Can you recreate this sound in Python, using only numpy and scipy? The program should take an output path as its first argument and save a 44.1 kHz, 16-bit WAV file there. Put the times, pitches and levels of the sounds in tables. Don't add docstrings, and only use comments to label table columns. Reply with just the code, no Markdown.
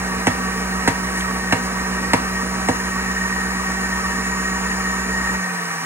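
import sys
import numpy as np
from scipy import signal
from scipy.fft import rfft, irfft, next_fast_len
from scipy.io import wavfile
from scipy.ndimage import uniform_filter1d

SR = 44100
rng = np.random.default_rng(int(sys.argv[2]) if len(sys.argv) > 2 else 0)


def generate_wav(sig):
    pcm = np.round(np.clip(np.atleast_2d(sig).T, -1, 1) * 32767).astype(np.int16)
    wavfile.write(sys.argv[1], SR, pcm)


N = 257984
SWITCH_OFF_S = 5.36

# time in seconds, speed in Hz.
SHAFT_SPEED = [(0, 186.2), (.3, 186.3), (.55, 186.75), (1.1, 186.85), (1.45, 186.7), (1.9, 187.2),
               (2.4, 187.5), (3.3, 188.25), (4.3, 188.55), (5.34, 188.95)]

def motor(spin_down_s=3.45):
    t = np.arange(N) / SR
    coasting_s = np.maximum(t - SHAFT_SPEED[-1][0], 0)
    speed = curve(SHAFT_SPEED, t) * np.exp(-coasting_s / spin_down_s)
    turn = 2 * np.pi * np.cumsum(speed) / SR
    current = np.exp(-np.maximum(t - SWITCH_OFF_S, 0) / .036)
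    dip = press_dip(t)
    tones = dip * shaft_drone(turn, speed) + commutator_whine(t, turn) + cooling_fan(turn, speed)
    return np.sqrt(2) * (tones + current * dip * mains_hum(t, turn))


# shaft multiple, level in dB against the fundamental.
SHAFT_ORDERS = [(3, -27.5), (4, -21), (6, -16), (7, -18), (10, -12.5), (12, -20), (14, -22)]

def shaft_drone(turn, speed, level_db=-28.5, sag_db_per_hz=.35):
    drone = np.sin(turn) * gain_of(.7 * drift(N, size=1500))
    for order, db in SHAFT_ORDERS:
        wobble = .0052 * order * drift(N, size=600)
        level = gain_of(db + 2.36 * drift(N, size=2000))
        drone += level * np.sin(order * turn + wobble + 2 * np.pi * rng.random())
    return gain_of(level_db - sag_db_per_hz * np.maximum(SHAFT_SPEED[0][1] - speed, 0)) * drone


# time in seconds, level in dB.
WHINE_LEVEL = [(0, -48), (.55, -45), (1.3, -46), (1.65, -43), (2.0, -49), (2.2, -49), (2.42, -41),
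               (3.3, -40), (3.85, -41), (4.3, -37), (5.34, -37.5), (5.38, -42), (5.44, -39), (5.47, -44),
               (5.6, -49), (5.67, -54), (5.71, -43), (5.77, -41), (5.8, -46), (5.85, -42)]

def commutator_whine(t, turn, bars=36):
    level = gain_of(curve(WHINE_LEVEL, t) + 1.4 * drift(N, size=600))
    return level * np.sin(bars * turn + .15 * drift(N, size=600))


# shaft multiple, level in dB, lid resonance in Hz, width in Hz, lift in dB.
FAN_TONES = [(24, -60, 4520, 200, 8), (28, -62, 5270, 200, 6), (35, -64, 6600, 40, 10),
             (48, -62, 8580, 350, 19), (60, -64, 9950, 350, 15)]

def cooling_fan(turn, speed):
    tones = np.zeros(N)
    for order, db, lid_hz, width_hz, lift_db in FAN_TONES:
        lift = lift_db / (1 + (2 * (order * speed - lid_hz) / width_hz) ** 2)
        level = gain_of(db + lift + 1.5 * drift(N, size=3000))
        tones += level * np.sin(order * turn + .4 * drift(N, size=600))
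    return tones


# shaft multiple, mains multiple, level in dB.
HUM_PARTIALS = ((0, 1, -34.5), (0, 2, -45.5), (0, 3, -46), (0, 4, -47), (0, 5, -54), (0, 7, -56),
                (1, -2, -44), (1, -1, -55), (1, 1, -45), (1, 2, -53), (2, -2, -55), (2, -1, -54),
                (2, 0, -42.5), (2, 1, -52), (2, 2, -53), (3, -2, -52), (3, 1, -48), (3, 2, -54.5),
                (4, -2, -54), (8, 1, -48))

def mains_hum(t, turn, mains_hz=60):
    mains = 2 * np.pi * mains_hz * t
    return sum(gain_of(db + .7 * drift(N, size=1500))
               * np.sin(order * turn + harmonic * mains + 2 * np.pi * rng.random())
               for order, harmonic, db in HUM_PARTIALS)


# frequency in Hz, spectral level in dB.
AIR_BED = [(30, -73), (100, -66), (150, -64.5), (220, -68.5), (350, -70), (600, -66), (1070, -76),
           (1400, -66.5), (2050, -66.5), (2550, -73), (3100, -76.5), (3550, -78.5), (4200, -76.5),
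           (4400, -74.5), (5000, -74.5), (6300, -75), (7500, -76), (11000, -78), (12300, -87.5),
           (15700, -104)]
# centre in Hz, width in Hz, spectral level in dB.
HOUSING_PEAKS = [(243, 36, -58), (312, 40, -65), (456, 38, -57.5), (690, 30, -63.5), (780, 48, -57.5),
                 (953.6, 102, -56.5), (1137.5, 31.5, -51), (1225, 44, -56.5), (1298, 55, -56.5),
                 (1531, 68, -57.5), (1596, 23, -60), (1678, 70, -60), (1960, 60, -64), (2110, 50, -65),
                 (2210, 70, -66), (2310, 70, -65), (2420, 70, -65), (2640, 60, -70), (2750, 60, -71),
                 (2860, 50, -70), (2930, 45, -69), (3720, 100, -76), (4000, 180, -73), (4520, 200, -75),
                 (5220, 150, -70), (5850, 400, -72), (6600, 200, -75), (7040, 300, -76.5), (8630, 65, -75),
                 (14800, 1700, -80)]
# time in seconds, spectral level in dB.
CHUTE_LEVEL = [(0, -49.5), (2.6, -49.5), (3.1, -45), (3.6, -45.5), (3.9, -45), (4.3, -49), (4.75, -44.5),
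               (5, -47), (5.34, -45), (5.45, -48.5), (5.85, -50)]
# frequency in Hz, gain in dB.
COASTING_EQ = [(60, -6), (130, -3), (270, -3.5), (450, -.5), (800, 0)]
# frequency in Hz, gain in dB.
PRESSED_EQ = [(200, -2), (250, -1.6), (350, -0.92), (480, -2), (650, -2.3), (1000, 0.094)]
# frequency in Hz, left-right likeness (1 is mono).
AIR_LIKENESS = [(60, .99), (250, .92), (500, .88), (750, .78), (1400, .7), (2000, .66), (4000, .88),
                (15000, .84)]

def sieve_air(air_db=1, coast_db=-1, pressed_s=2.75, chute_hz=1844, chute_width_hz=65):
    frames, hz = N // 512 + 5, np.fft.rfftfreq(2048, 1 / SR)[:, None]
    t = np.arange(frames) * 512 / SR

    def peak(centre_hz, width_hz, db):
        return gain_of(2 * db) / (1 + (2 * (hz - centre_hz) / width_hz) ** 4)

    surges = drift((len(HOUSING_PEAKS) + 1, frames), size=2)
    housing = sum(peak(centre, width, db + .56 * surge * (centre < 2500))
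                  for (centre, width, db), surge in zip(HOUSING_PEAKS, surges))
    coasting_db = (coast_db + spectrum(COASTING_EQ, hz)) * (t > SWITCH_OFF_S)
    pressed_db = spectrum(PRESSED_EQ, hz) * (t > pressed_s)
    power = gain_of(2 * spectrum(AIR_BED, hz)) + housing
    power = power * gain_of(2 * (air_db + coasting_db + pressed_db))
    power += peak(chute_hz, chute_width_hz, curve(CHUTE_LEVEL, t) + 1.2 * surges[-1])
    noise = rng.standard_normal((frames, 1025, 5)).T
    right, apart = noise[0] + 1j * noise[1], noise[2] + 1j * noise[3]
    likeness = spectrum(AIR_LIKENESS, hz)
    left = likeness * right + np.sqrt(1 - likeness ** 2) * apart
    flicker = evened(uniform_filter1d(uniform_filter1d(noise[4], size=16, axis=0), size=4, axis=1))
    level = np.sqrt(power) * gain_of(1.1 * flicker + .3 * drift(frames, size=2))
    _, rush = signal.istft(np.array([left, right]) * level, nperseg=2048, noverlap=1536)
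    return np.sqrt(np.mean(level ** 2) * SR / 2) * evened(rush[:, :N])


# start in seconds, blow in dB, then rattle, tick, low clonk and
# high clonk in dB against the blow.
PUSHER_RAPS = [(0.2694, -7.5, -8.5, -11, -15, -8), (0.876, -8.5, -5.5, -9, -15, 0),
               (1.524, -9.5, -4.5, -11, -7, -2.5), (2.1334, -8, -5.5, -10.5, -4, 2.5),
               (2.6861, -8.5, -13, -14.5, -4.5, -5)]
SEAT_S = .01058

def pusher_raps():
    t = np.arange(8000) / SR
    tick_shape = np.minimum(t / .00026, 1) * (np.exp(-t / .011) + .36 * np.exp(-t / .001))
    raps = np.zeros(N)
    for start_s, blow_db, rattle_db, tick_db, *clonk_db in PUSHER_RAPS:
        rattle = gain_of(rattle_db) * pusher_rattle(t)
        tick = gain_of(tick_db) * tick_shape * evened(band(rng.standard_normal(len(t)), 1900, 9400))
        thump = band(housing_bend(t) + body_ring(t, clonk_db), 54, 5400)
        at = round(start_s * SR)
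        raps[at:at + len(t)] += gain_of(blow_db) * (thump + rattle + tick)
    return raps


def press_dip(t, depth_db=-10, fall_s=.035, recover_s=.025):
    since = np.maximum(t - np.array(PUSHER_RAPS)[:, :1], 0)
    presses = np.minimum(since / fall_s, 1) * np.exp(-np.maximum(since - fall_s, 0) / recover_s)
    return gain_of(depth_db * presses.sum(axis=0))


# pitch in Hz, relative level in dB, t60 in seconds.
PUSHER_MODES = [(1210, -2, 0.012), (1640, 12.5, 0.0075), (2005, 19, 0.0099), (2243, 14.5, 0.012),
                (2640, 7, 0.042), (3950, 10, 0.0028)]

def pusher_rattle(t, contact=2.2, hits_per_s=4000):
    loose = np.minimum(t / .0007, 1) * np.exp(-t / .02 - np.maximum(t - SEAT_S, 0) / .002)
    force = (loose + .25 * np.exp(-t / .03)) * rng.standard_normal(len(t))
    chatter = force * (rng.random(len(t)) < hits_per_s / SR)
    chatter[[2, 37]] += contact, -contact
    modes = sum(gain_of(db - 60 * t / t60) * np.sin(2 * np.pi * hz * t) for hz, db, t60 in PUSHER_MODES)
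    rattle = signal.fftconvolve(chatter, modes)[:len(t)]
    return rattle / np.sqrt(np.mean(rattle[:500] ** 2))


def housing_bend(t, top_hz=849, end_hz=228, slide_s=.004835):
    hz = end_hz + (top_hz - end_hz) * np.exp(-(t / slide_s) ** 3)
    shape = np.minimum(t / .00026, 1) ** 2 * np.exp(-np.maximum(t - SEAT_S, 0) / .0026)
    scoop = gain_of(-4 / (1 + ((hz - 430) / 120) ** 2))
    return -np.sin(2 * np.pi * np.cumsum(hz) / SR) * shape * scoop


# pitch in Hz, level in dB against the blow, t60 in seconds.
BODY_MODES = [(95, -20, 0.15), (105.3, -7.5, 0.11), (161.6, -11, 0.16), (253.6, -13.5, 0.22),
              (300, -23.5, 0.11), (646, -8.5, 0.054), (783, -7, 0.048)]
# pitch in Hz, t60 in seconds, entry in seconds after contact.
CHUTE_CLONKS = [(481.7, 0.071, 0.0075), (947, 0.057, 0.00306)]

def body_ring(t, clonk_db):
    modes = [(*row, SEAT_S - .003) for row in BODY_MODES]
    modes += [(hz, db, t60, entry_s) for (hz, t60, entry_s), db in zip(CHUTE_CLONKS, clonk_db)]
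    ring = np.zeros(len(t))
    for hz, db, t60, entry_s in modes:
        age = np.maximum(t - entry_s, 0)
        shape = gain_of(db - 60 * age / t60) * np.minimum(age / .0043, 1)
        detune = .98 + .053 * rng.random()
        ring += shape * np.sin(2 * np.pi * hz * detune * age)
    return ring


def pulp_spray(start_s=1.12, end_s=1.25, spray_db=-34.5, fleck_s=1.208, fleck_db=-19):
    t = np.arange(N) / SR
    swell = np.sin(np.pi * np.clip((t - start_s) / (end_s - start_s), 0, 1)) ** 2
    drops = rng.standard_normal(N) * gain_of(6.5 * drift(N, size=30))
    since = np.maximum(t - fleck_s, 0)
    fleck = (since > 0) * np.exp(-since / .003) * evened(band(rng.standard_normal(N), 1900, 3800))
    return gain_of(spray_db) * swell * evened(band(drops, 5600, 12000)) + gain_of(fleck_db) * fleck


def kitchen(x, t60=.24):
    taps = np.zeros((2, SR // 2))
    at = np.arange(200, SR // 2 - 20, 20) + rng.integers(0, 20, (2, (SR // 2 - 201) // 20))
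    np.put_along_axis(taps, at, rng.choice([-1., 1.], at.shape), 1)
    taps *= gain_of(-60 * np.arange(SR // 2) / SR / t60)
    return signal.fftconvolve(x[None], taps / np.linalg.norm(taps[0]), axes=1)[:, :N]


def gain_of(db):
    return 10 ** (np.asarray(db) / 20)


def evened(x):
    return x / np.sqrt(np.mean(x ** 2) + 1e-20)


def curve(points, t):
    return np.interp(t, *np.transpose(points))


def spectrum(points, hz):
    f, value = np.transpose(points)
    return np.interp(np.log(hz + 1), np.log(f + 1), value)


def drift(shape, size):
    return evened(uniform_filter1d(uniform_filter1d(rng.standard_normal(shape), size), size))


def band(x, lo_hz, hi_hz):
    return signal.sosfilt(signal.butter(2, [lo_hz, hi_hz], "bandpass", fs=SR, output="sos"), x)


def scene():
    raps = pusher_raps()
    return motor() + sieve_air() + pulp_spray() + raps + gain_of(-8.5) * kitchen(band(raps, 370, 5200))


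# frequency in Hz, left minus right in dB.
LEFT_SHADE = [(60, 0), (92, -.5), (140, -2.5), (200, -2.5), (245, -4), (330, .5), (500, -.5), (770, -3),
              (1050, -1.5), (1400, -2.5), (1900, 0), (15000, 0)]
# frequency in Hz, lag in radians.
LEFT_PHASE = [(300, 0.12), (520, 0.31), (780, 0.77), (1200, 0.32), (1800, 0)]

def record(dry, left_lag_s=5 / SR, top_hz=15800):
    size = next_fast_len(N + 2048)
    hz = np.fft.rfftfreq(size, 1 / SR)
    shade = gain_of(spectrum(LEFT_SHADE, hz) / 2)
    lag = 2 * np.pi * hz * left_lag_s + spectrum(LEFT_PHASE, hz)
    ports = np.array([shade * np.exp(-1j * lag), 1 / shade])
    ports *= 1j * hz / (40 + 1j * hz)
    pair = irfft(rfft(dry, size) * ports, size)[:, :N]
    overload = np.sign(pair) * (.6 + .35 * np.tanh((abs(pair) - .6) / .35))
    pair = np.where(abs(pair) > .6, overload, pair)
    lowpass = signal.firwin(511, top_hz, window=("kaiser", 9), fs=SR)
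    return signal.oaconvolve(pair, lowpass[None], "same")


dry = scene()
out = record(dry)
generate_wav(out)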